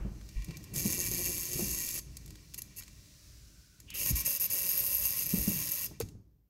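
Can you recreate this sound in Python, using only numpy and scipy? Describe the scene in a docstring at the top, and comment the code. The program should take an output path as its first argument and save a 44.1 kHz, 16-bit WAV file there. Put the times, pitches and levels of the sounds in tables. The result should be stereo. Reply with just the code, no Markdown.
"""Indoors and close by, in stereo, a small wheel on a threaded rod spins one way, stops, and spins back.
A loose nut strikes the thread in trains of blows that ring the metal frame; sharp ticks ring it too.
Bearings hiss and whirr as filtered noise, friction noise glides between the spins, and the hand-held
rig rumbles as resonant noise and thumps as dying low swings. A knock follows the last spin.
Sparse echoes return the metal sounds over soft air hiss, a faint room floor and a thin high whine."""
import sys
import numpy as np
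from scipy import signal
from scipy.fft import rfft, irfft
from scipy.io import wavfile
from scipy.ndimage import uniform_filter1d

SR = 44100
rng = np.random.default_rng(int(sys.argv[2]) if len(sys.argv) > 2 else 0)


def generate_wav(sig):
    """Save sig (samples, or channels by samples) to the path in sys.argv[1] as 16-bit PCM at SR."""
    pcm = np.round(np.clip(np.atleast_2d(sig).T, -1, 1) * 32767).astype(np.int16)
    wavfile.write(sys.argv[1], SR, pcm)


def decibels_to_gain(level_db):
    """Convert a level in decibels to a linear amplitude gain (20 dB per decade)."""
    exponent = np.asarray(level_db, float) / 20
    return 10 ** exponent


N = 286209  # samples
TURN_BACK_S = 3.5  # forward settings before, back settings after

# room floor spectrum: frequency_hz, relative_db
FLOOR_COLOUR = [(300, -9.5), (900, -23), (5000, -29), (9500, -31.5), (12500, -17.5), (16000, -22.5)]
FLOOR_DB = -82
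# faint high whine, one list for each stretch: time_s, pitch_hz, level_db
WHINE_PATHS = [
    [(0, 13300, -80), (.73, 13280, -79)],
    [(6.1, 13520, -92), (6.49, 13640, -90)],
]
# soft background hiss, swelling in and dying at the end: time_s, relative level_db
AIR_HISS = [(0, -67), (.32, -59.5), (.73, -60.5), (2.8, -60.5), (3.3, -58.5), (3.85, -65), (5.88, -56),
            (5.97, -67), (6.07, -64), (6.22, -86), (6.49, -100)]
# spectrum of the soft background hiss: frequency_hz, relative_db
AIR_COLOUR = [(350, -46.5), (600, -1.5), (834, -30), (944, -10), (1550, -9.5), (2720, -6), (3250, -8),
              (4200, -2.5), (5710, 1), (9110, -7), (16000, -9)]
# unsteadiness of the hand: time_s, level_db
HAND = [(0, -43), (.14, -48), (.4, -54), (.6, -50), (1.0, -44), (1.25, -48), (1.48, -53), (1.65, -44),
        (1.85, -56), (2.33, -54), (2.6, -59), (3.1, -62), (3.75, -66), (4.05, -51), (4.35, -59), (4.7, -57),
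        (5.9, -54), (6.2, -68), (6.49, -80)]
# deep resonances of the hand-held rig: pitch_hz, width_hz, relative_db
DEEP_MODES = [(54.8, 5.3, 4), (91, 41, -10), (34.7, 22, -8)]
# body resonances of the hand-held rig: pitch_hz, width_hz, relative_db
BODY_MODES = [(131, 81, 2), (197.3, 9.3, -0.5), (300, 40, -6), (400, 25, -12.5), (527, 40, -24.5),
              (900, 980, -47.5)]
# rumble at a middling hand (STEADY_DB): forward and back levels, before the ear balance
STEADY_DB, DEEP_DB, BODY_DB = -55, (-53.5, -57), (-57.5, -56)
DEEP_FOLLOW, BODY_FOLLOW, LUMP_DB = .45, 1.05, 2.2  # dB per dB of hand (twice); rms of random lumps
DEEP_UNDER_HZ = 110  # thumps below this stir the deep part
SHAKE_DB, SHAKE_T60_S = -18, .5  # shaking left by a thump, relative to the thump
SCUFF_DB, SCUFF_T60_S = -52, .7  # the grip shifts at the start
# spectrum of the grip scuff: frequency_hz, relative_db
SCUFF_COLOUR = [(150, -30), (400, 0), (700, -2), (1500, -8), (3000, -15), (4000, -40), (16000, -60)]
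# bearings under load: start_s, end_s, relative hiss level_db
LOADED_SPANS = [(.74, 1.995, -45), (3.938, 5.868, -44.5)]
LOAD_RISE_S, LET_GO_S = .02, .01
# how hard the shaft runs in its bearings: time_s, strength (its square scales the whirr)
SHAFT_RUN = [(0, .45), (.25, .5), (.44, .95), (.73, .8), (.8, 1.15), (1.8, 1.05), (2.0, .5), (2.98, .5),
             (3.28, .13), (3.75, .15), (3.93, .47), (4.06, 1.3), (4.5, .95), (5.83, 1.1), (5.9, .65),
             (6.07, .27), (6.2, .07)]
# spectrum of the bearing hiss under load: frequency_hz, relative_db
LOADED_COLOUR = [(350, -40), (600, -3), (834, -30), (1000, -10), (1400, -12), (2000, -8), (2720, -6),
                 (3300, -7), (4200, -4), (5710, 1.5), (9110, -7), (16000, -4.5)]
WHIRR_DB, GRIT_DB, FLUTTER_DB = -57.5, 2.0, 3.0  # whirr at strength 1; rms of slow level changes
# dull thumps through the rig: start_s, level_db, pitch_hz, t60_s, left_over_right_db
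RIG_THUMPS = [(0.045, -34.5, 199, 0.2, 2.5), (0.001, -33, 50, 0.7, 0), (0.356, -25.5, 46.4, 0.22, 0.5),
              (0.478, -37, 163, 0.23, -2), (0.853, -22, 200.7, 0.06, 1), (1.553, -35, 139, 0.12, -3),
              (1.589, -29, 350, 0.07, 2), (1.619, -32, 201, 0.14, 4), (4.104, -30, 125, 0.11, -10),
              (4.123, -26.5, 58, 0.17, -11), (5.335, -18.5, 188, 0.051, 1), (5.369, -29, 197, 0.14, 3),
              (5.389, -28.5, 56.5, 0.14, -4), (5.42, -38, 59.2, 0.12, 0.5), (5.474, -21, 197.5, 0.09, 0),
              (5.508, -35.5, 178, 0.18, -1.0), (5.549, -42, 159, 0.11, 1), (5.908, -45.5, 315, 0.061, -6),
              (6.002, -27, 460, 0.05, 3.5), (6.02, -30.5, 103, 0.11, -6), (6.146, -44, 117, 0.084, -11)]
THUMP_RISE_S, RISE_CYCLES = .0042, .45  # deeper thumps swell longer
THUMP_RATTLE, HARD_DB, RATTLE_PER_DB = .15, -20, .017  # noise share at HARD_DB; softer thumps rattle more
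# ticks of parts taking up play: start_s, level_db, left_over_right_db, dullness_db_per_octave
PLAY_TICKS = [(0.2115, -55, 14, 9), (0.2893, -45, 11, 3.5), (0.4208, -47, 10, 6), (0.445, -41, 12, 0),
              (0.485, -49, 7, 5), (0.5078, -43.5, 5, 8), (0.5701, -40.5, 14, 0.5), (0.631, -52, 9.5, 1),
              (0.6404, -41.5, 11, 2), (0.761, -27, 8, -1), (2.1694, -34.5, 7, -1.5), (2.2602, -43, 6, -2),
              (2.2784, -46, 3.0, 2.5), (2.3056, -43.5, 9, 3), (2.3554, -45.5, 7, 4.5),
              (2.5379, -41, 9, 3.5), (2.5436, -31, 7.5, 1), (2.6196, -32, 6, -4), (2.8075, -44, 4, 7.5),
              (2.8224, -41, -3, 5), (2.8345, -43.5, 8, 3.5), (2.8794, -47, 12, 5.5), (3.8018, -42, 4, 0),
              (3.903, -36, 7, 2), (6.0013, -28.5, 8, -2.5), (6.0107, -31, 6, 6), (6.0216, -37.5, -3, 4),
              (6.087, -48, 8, 3.5)]
# common spectrum of the ticks: frequency_hz, relative_db
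TICK_SPECTRUM = [(400, -23), (1200, -15), (2500, -9.5), (4500, 0.5), (8600, -2), (11700, -6), (16000, -6)]
TICK_T60_S, DULL_T60_S_PER_DB = .025, .0015  # duller ticks scrape longer
# centre frequencies of the frame's modes: pitch_hz
MODE_HZ = [570, 1065, 1915, 2345, 2720, 4530, 4950, 5450, 6450, 7650, 8760, 9500, 10250, 10920, 11830,
           12850, 13400, 15650]
# excitation of each of those modes: width_hz, forward_relative_db, back_relative_db
MODE_SHAPE = [(86.4, -25, -17), (57.4, -12, -20.5), (120.37, -11, -19.5), (83.333, -7.5, -19.5),
              (108, -9.5, -9), (140, -10, -25), (170, -26.5, -5.5), (119, -8, -9), (315, 1, -7.5),
              (240, -5, -19.5), (300, -36.5, -10.5), (250, -14, -30), (400, -15, -11.5), (150, -12.5, -27),
              (176, -18, 3.5), (350, -15, -18), (200, -35, -14), (120, -23.5, -10.5)]
# dense unresolved modes between them: frequency_hz, forward_relative_db, back_relative_db
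MODE_BED = [(300, -9, -64), (1300, -65, -35.5), (3150, -23.5, -33), (5740, -10.5, -19), (8440, -15.5, -29),
            (10500, -7.5, -18), (11400, -4.5, -10.5), (12760, -11, -13.5), (13800, -9, -19.5),
            (14500, -15, -12), (16600, -20, -12.5)]
# delay of the right ear behind the left: forward_samples, back_samples
EAR_LAG = 18, 4
# level difference of the frame's ring between the ears: frequency_hz, left_over_right_db
EAR_LEAN = [(60, -5), (180, -5.5), (550, 7), (1650, 5.5), (4970, 4), (15000, 12.5)]
# likeness of coloured noise at the two ears: frequency_hz, correlation
EAR_LIKENESS = [(60, 0.27), (240, 0.18), (950, -0.36), (3770, 0.1), (15000, -0.41)]
# how the nut bounces: time_s, rate_per_s, seat (0 forward flank - 1 back flank), rebound_share
NUT_BOUNCE = [(0.7, 166, 0.03, .55), (0.95, 181, 0.14, .25), (1.4, 174, 0.35, .35), (1.6, 184, 0.3, .9),
              (2.02, 169, 0.1, .5), (2.7, 210, 0.4, .7), (3.93, 197, 0.89, .7), (4.22, 200, 0.8, .9),
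              (4.28, 210, 0.97, .35), (4.75, 180, 1, .2), (5.0, 200, 1, .2), (5.25, 166, .97, .9),
              (5.87, 173, 0.97, .35)]
# bursts of nut chatter: start_s, end_s, rise_s, first_level_db, last_level_db
CHATTER_BURSTS = [(0.736, 1.995, .045, -33, -36), (2.577, 2.591, .004, -40.5, -40),
                  (2.763, 2.799, .012, -42, -40), (3.939, 4.112, .06, -32.5, -30),
                  (4.153, 4.218, .008, -31.5, -33), (4.248, 4.372, .012, -27, -31),
                  (4.398, 4.464, .003, -28, -32), (4.499, 5.864, .004, -28, -34)]
RISE_FROM_DB = -8  # a burst starts this far below its first level
# moments when the nut briefly lifts off the thread: centre_s, length_s, dip_db
NUT_SKIPS = [(1.107, .04, -5), (1.477, .12, -6), (5.15, .04, -4), (5.252, .016, -11), (5.279, .026, -11),
             (5.756, .04, -3)]
# forward and back: timing scatter (share of a cycle), size scatter (dB), rig buzz over chatter (dB)
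SCATTER, SPREAD_DB, BUZZ_DB = (.05, .14), (2.3, .5), (-17, -30)
BUZZ_FADE_DB_PER_S, BUZZ_WAVER_DB = -6, 4.0  # the grip tightens after each spin starts
# decay of the room's echoes: frequency_hz, t60_s
ROOM_DECAY = [(300, .5), (2000, 0.17), (6000, 0.38), (15000, 0.18)]
# friction noise, sinking with the wheel's speed, swelling as it starts back:
# time_s, pitch_hz, width_hz, level_db
RUB_PATH = [(2.85, 2100, 250, -90), (3.1, 1950, 250, -79), (3.45, 1544, 200, -77), (3.8, 1480, 200, -74.5),
            (3.86, 3020, 300, -88), (3.88, 2940, 900, -57), (3.93, 2770, 802, -47.5), (4.0, 2684, 607, -46),
            (4.1, 2650, 400, -52)]
EDGE_HZ = 15790  # upper band limit


def evened(x):
    """Normalisation: a signal divided by its root mean square has rms 1."""
    return x / np.sqrt(np.mean(x ** 2) + 1e-20)


def read(points, hz, column=1):
    """Logarithmic frequency scale: a spectrum column is interpolated along log frequency."""
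    rows = np.array(points)
    return np.interp(np.log(hz + 1), np.log(rows[:, 0] + 1), rows[:, column])


def curve(rows, column=1):
    """Linear interpolation: a control column is read at every sample."""
    rows = np.array(rows)
    return np.interp(np.arange(N) / SR, rows[:, 0], rows[:, column])


def lumps(size):
    """Random modulation: white noise averaged twice over size samples drifts slowly, at rms 1."""
    once = uniform_filter1d(rng.standard_normal(N), size=size)
    return evened(uniform_filter1d(once, size=size))


def pair(shared):
    """Interaural correlation: white noise partly shared by the ears."""
    a, b = rng.standard_normal((2, N))
    shared = np.clip(shared, 0, 1)
    return np.array([a, shared * a + np.sqrt(1 - shared ** 2) * b])


def noise(points):
    """Spectral shaping: random short-time spectra give coloured, patchy stereo noise of rms 1."""
    frames, hz = N // 256 + 5, np.fft.rfftfreq(1024, 1 / SR)
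    a, b, c, d, patches = rng.standard_normal((frames, 513, 5)).T
    patches = uniform_filter1d(patches, size=10, axis=0)
    patches = evened(uniform_filter1d(patches, size=10, axis=1))
    same = np.clip(read(EAR_LIKENESS, hz), -1, 1)[:, None]
    left = a + 1j * b
    right = same * left + np.sqrt(1 - same ** 2) * (c + 1j * d)
    spectra = np.array([left, right]) * decibels_to_gain(read(points, hz)[:, None] + .8 * patches)
    return evened(signal.istft(spectra, nperseg=1024, noverlap=768)[1][:, :N])


def band(hz, width, shared):
    """Heterodyning: slow noise, read faster for a wider band, is carried up to a moving centre."""
    lowpass = signal.butter(2, 250, fs=SR, output="sos")
    slow = signal.sosfilt(lowpass, pair(shared) + 1j * pair(shared))
    place = np.cumsum(width * np.ones(N) / 500) % (N - 1)
    slow = np.array([np.interp(place, np.arange(N), ear) for ear in slow])
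    carrier = np.exp(2j * np.pi * np.cumsum(hz) / SR)
    return evened((slow * carrier).real)


def peaks_db(modes, hz):
    """Superposition of resonances: the powers of bell-shaped peaks add, in dB."""
    power = sum(decibels_to_gain(2 * db) / (1 + (2 * (hz - f) / width) ** 2) ** 1.343 for f, width, db in modes)
    return 10 * np.log10(power)


def causal(db):
    """Minimum phase: the most prompt causal response with the given dB on 2049 bins."""
    log = np.log(decibels_to_gain(np.r_[db, db[-2:0:-1]]))
    return np.fft.ifft(np.exp(log - 1j * signal.hilbert(log).imag)).real[:2048]


def room_floor():
    """Stationary noise: a steady, faint, coloured hiss fills the room."""
    return decibels_to_gain(FLOOR_DB) * noise(FLOOR_COLOUR)


def whine():
    """Narrow-band noise: a fuzzy high tone before the first spin and again at the end."""
    out, t = 0, np.arange(N) / SR
    for rows in WHINE_PATHS:
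        inside = uniform_filter1d(1. * (t > rows[0][0]) * (t < rows[-1][0]), size=2000)
        out = out + decibels_to_gain(curve(rows, column=2)) * inside * band(curve(rows), 150, .5)
    return out


def air_hiss():
    """Broadband noise: a soft background hiss under an envelope that swells in and dies at the end."""
    return decibels_to_gain(np.c_[[3.0, 1.0]]) * decibels_to_gain(curve(AIR_HISS)) * noise(AIR_COLOUR)


def rumble():
    """Forced resonance: noise from hand and unbalanced wheel rings the rig; thumps stir it."""
    hz, t, out = np.fft.rfftfreq(N, 1 / SR), np.arange(N) / SR, 0
    lowcut = hz ** 4 / (hz ** 4 + 38 ** 4)
    parts = ((True, DEEP_MODES, 0.44, DEEP_DB, DEEP_FOLLOW),
             (False, BODY_MODES, 0.42, BODY_DB, BODY_FOLLOW))
    for deep, modes, shared, level_db, follow in parts:
        ring = irfft(rfft(pair(shared)) * decibels_to_gain(peaks_db(modes, hz)) * lowcut, N)
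        hand_db = np.where(t > TURN_BACK_S, level_db[1], level_db[0])
        hand_db = hand_db + follow * (curve(HAND) - STEADY_DB) + LUMP_DB * lumps(size=3000)
        stirred = np.zeros(N)
        for start, db, pitch, *_ in RIG_THUMPS:
            if (pitch < DEEP_UNDER_HZ) == deep:
                stirred += decibels_to_gain(db + SHAKE_DB - 60 * abs(t - start) / SHAKE_T60_S) * (t > start)
        out = out + (decibels_to_gain(hand_db) + uniform_filter1d(stirred, size=800)) * evened(ring)
    scuff = decibels_to_gain(SCUFF_DB - 60 * t / SCUFF_T60_S) * noise(SCUFF_COLOUR)
    return decibels_to_gain(np.c_[[-0.5, 3.0]]) * out + scuff


def bearings():
    """Rolling contact: gritty hiss under load, and a fluttering whirr that excites low frame modes."""
    t, load = np.arange(N) / SR, 0
    for start, end, db in LOADED_SPANS:
        rise = np.clip((t - start) / LOAD_RISE_S, 0, 1)
        load = load + decibels_to_gain(db) * rise * np.clip(1 + (end - t) / LET_GO_S, 0, 1)
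    hiss = load * decibels_to_gain(GRIT_DB * lumps(size=400)) * noise(LOADED_COLOUR)
    low_band = signal.butter(3, [700, 3300], "band", fs=SR, output="sos")
    soft = signal.sosfilt(low_band, pair(0.3))
    whirr = evened(signal.oaconvolve(soft, frame(False), axes=1)[:, :N])
    whirr_level = decibels_to_gain(WHIRR_DB + FLUTTER_DB * lumps(size=1500)) * curve(SHAFT_RUN) ** 2
    return decibels_to_gain(np.c_[[3.0, 1.0]]) * hiss + whirr_level * whirr


def thumps():
    """Damped oscillation: a dying low swing with a faster-dying overtone and a puff of low noise."""
    out, t = np.zeros((2, N + 16000)), np.arange(16000) / SR
    for start, db, hz, t60, pan in RIG_THUMPS:
        rise = THUMP_RISE_S + RISE_CYCLES / hz
        rattle = THUMP_RATTLE + RATTLE_PER_DB * (HARD_DB - db)
        overtone = 0.17 * np.sin(2 * np.pi * 2.0 * hz * t) * decibels_to_gain(-60 * t / t60)
        swing = np.sin(2 * np.pi * hz * t) + overtone
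        low = signal.butter(3, 2.19 * hz, fs=SR, output="sos")
        puff = evened(signal.sosfilt(low, rng.standard_normal((2, 16000))))
        shape = decibels_to_gain(db - 60 * np.maximum(t - rise, 0) / t60) * np.minimum(t / rise, 1)
        sound = (swing + rattle * puff) * shape * decibels_to_gain(np.c_[[pan / 2, -pan / 2]])
        out[:, round(start * SR):][:, :16000] += sound
    return out[:, :N]


def frame(back):
    """Modal response: the frame's ring at both ears, later and duller at the right, mean of rms 1."""
    hz = np.fft.rfftfreq(4096, 1 / SR)
    modes = [(f, row[0], row[1 + back]) for f, row in zip(MODE_HZ, MODE_SHAPE)]
    power = decibels_to_gain(2 * peaks_db(modes, hz)) + decibels_to_gain(2 * read(MODE_BED, hz, 1 + back))
    db = 10 * np.log10(power)
    lean = read(EAR_LEAN, hz) / 2
    left, right = causal(db + lean), causal(db - lean)
    # unit energy of the mean response keeps white noise at rms 1
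    return np.array([left, np.roll(right, EAR_LAG[back])]) / np.linalg.norm(left + right) * 2


def ticks():
    """Impulsive excitation: a sharp crack and short scrape of varied brightness partly ring the frame."""
    out, t, hz = np.zeros((2, N + 8192)), np.arange(4096) / SR, np.fft.rfftfreq(4096, 1 / SR)
    ring = frame(False)
    ring = ring / np.linalg.norm(ring, axis=1, keepdims=True)
    colour = causal(read(TICK_SPECTRUM, hz))
    both = colour / np.linalg.norm(colour) + 0.92 * ring
    for start, db, pan, dull_db in PLAY_TICKS:
        t60 = TICK_T60_S + DULL_T60_S_PER_DB * dull_db
        burst = rng.standard_normal((2, 4096))
        burst[1] = .7 * burst[0] + .7 * burst[1]
        scrape = decibels_to_gain(-60 * t / t60) * np.minimum(t / 0.00087, 1)
        crack = 1.3 * decibels_to_gain(-60 * t / 0.0018)
        burst *= scrape + crack
        tilt = causal(-dull_db * np.log2(np.maximum(hz, 1500) / 6000))[None, :256]
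        sound = signal.fftconvolve(burst, tilt, axes=1)
        sound = signal.fftconvolve(sound, both, axes=1)
        gain = decibels_to_gain(db - 6.0 + np.c_[[pan / 2, -pan / 2]])
        out[:, round(start * SR):][:, :sound.shape[1]] += gain * sound
    return out[:, :N]


def burst_level():
    """Amplitude envelope: each burst rises, drifts in level and lets go; skips dent it."""
    level, t = np.zeros(N), np.arange(N) / SR
    for start, end, rise, first_db, last_db in CHATTER_BURSTS:
        db = np.interp(t, [start, start + rise, end], [first_db + RISE_FROM_DB, first_db, last_db])
        level += decibels_to_gain(db) * (t > start) * np.clip(1 + (end - t) / LET_GO_S, 0, 1) ** 2
    dips_db = sum(db * np.clip(1 - abs(t - s) * 2 / length, 0, 1) for s, length, db in NUT_SKIPS)
    return level * decibels_to_gain(dips_db)


def nut_blows(way):
    """Repeated impact: each bounce cycle holds a blow and a weaker rebound, scattered in time and size."""
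    rate, rebound = curve(NUT_BOUNCE), curve(NUT_BOUNCE, column=3)
    scatter, spread_db = np.array([SCATTER, SPREAD_DB])[:, way]
    halves = np.cumsum(2 * rate) / SR
    at = np.flatnonzero(np.diff(np.floor(halves)))
    late, size = np.clip(rng.standard_normal((4000, 2))[:len(at)].T, -2, 2)
    is_blow = np.floor(halves[at]) % 2
    size = decibels_to_gain(spread_db[at] * size) * np.where(is_blow, 1, np.clip(rebound[at], 0, 1))
    at = (at + late * scatter[at] * SR / rate[at]).astype(int)
    blows = np.zeros(N)
    np.add.at(blows, np.clip(at, 0, N - 1), size)
    return blows


def chatter():
    """Impact excitation: nut blows, each a short scrape, ring the frame and buzz in the rig."""
    t = np.arange(N) / SR
    way = 1 * (np.arange(N) > TURN_BACK_S * SR)
    blows, level = nut_blows(way), burst_level()
    fall, rise = np.exp(-1 / (.001 * SR)), np.exp(-1 / (.0002 * SR))
    scrape = signal.lfilter([1 - rise], np.convolve([1, -fall], [1, -rise]), blows) + .06  # plus steady rub
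    scrape /= np.sqrt(uniform_filter1d(scrape ** 2, size=4000))
    # the chatter's strength wavers slowly at random
    wobble = decibels_to_gain(1.0 * evened(uniform_filter1d(rng.standard_normal(N), size=1500)))
    drive = level * wobble * scrape * pair(.7)
    seat = np.clip(curve(NUT_BOUNCE, column=2), 0, 1)
    forward = signal.oaconvolve(drive * np.sqrt(1 - seat ** 2), frame(False), axes=1)
    back = signal.oaconvolve(drive * seat, frame(True), axes=1)
    # the same blows push the rig, so the bounce rate and its overtones hum in the bass
    push = signal.sosfilt(signal.butter(3, [160, 520], "band", fs=SR, output="sos"), blows)
    since_start = np.clip(t - np.array(LOADED_SPANS)[way, 0], 0, 2)
    buzz_db = np.array(BUZZ_DB)[way] + BUZZ_WAVER_DB * lumps(size=1200)
    buzz_db = buzz_db + BUZZ_FADE_DB_PER_S * since_start
    buzz = decibels_to_gain(buzz_db + np.c_[[-2.0, 2.0]]) * level * evened(push)
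    return (forward + back)[:, :N] + buzz


def room(x):
    """Reverberation: sparse echoes of random sign, each band dying at its own speed."""
    taps = np.zeros((2, SR // 2))
    jitter = rng.integers(0, 20, (2, (SR // 2 - 151) // 20))
    at = np.arange(150, SR // 2 - 20, 20) + jitter
    np.put_along_axis(taps, at, rng.choice([-1., 1.], at.shape), 1)
    hz, t, spectra = signal.stft(taps, SR, nperseg=256)
    decay = decibels_to_gain(-60 * t / read(ROOM_DECAY, hz)[:, None])
    tail = signal.istft(spectra * decay, SR, nperseg=256)[1]
    return signal.fftconvolve(x, tail / np.linalg.norm(tail[0]), axes=1)[:, :N]


def rub():
    """Sliding friction: a soft noise band whose centre, width and level follow the wheel."""
    t = np.arange(N) / SR
    inside = (t > RUB_PATH[0][0]) * (t < RUB_PATH[-1][0])
    sound = band(curve(RUB_PATH, column=1), curve(RUB_PATH, column=2), 0.18)
    return decibels_to_gain(curve(RUB_PATH, column=3)) * inside * sound


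def scene():
    """Superposition: all sources add; the metal sounds also come back from the room."""
    metal = chatter() + ticks()
    rig = thumps() + bearings() + rub() + rumble()
    background = air_hiss() + room_floor() + whine()
    return metal + decibels_to_gain(-14.0) * room(metal) + rig + background


def low_pass(x):
    """Removes everything above the highest recorded frequency."""
    return signal.sosfilt(signal.butter(12, 16950, fs=SR, output="sos"), x)


def record(dry):
    """Band limiting: a linear-phase low-pass removes the highest treble from the finished mix."""
    edge = signal.firwin(1001, EDGE_HZ, window=("kaiser", 8), fs=SR)[None]
    mix = signal.oaconvolve(dry, edge, "same", axes=1)
    return low_pass(mix)


dry = scene()
out = record(dry)
generate_wav(out)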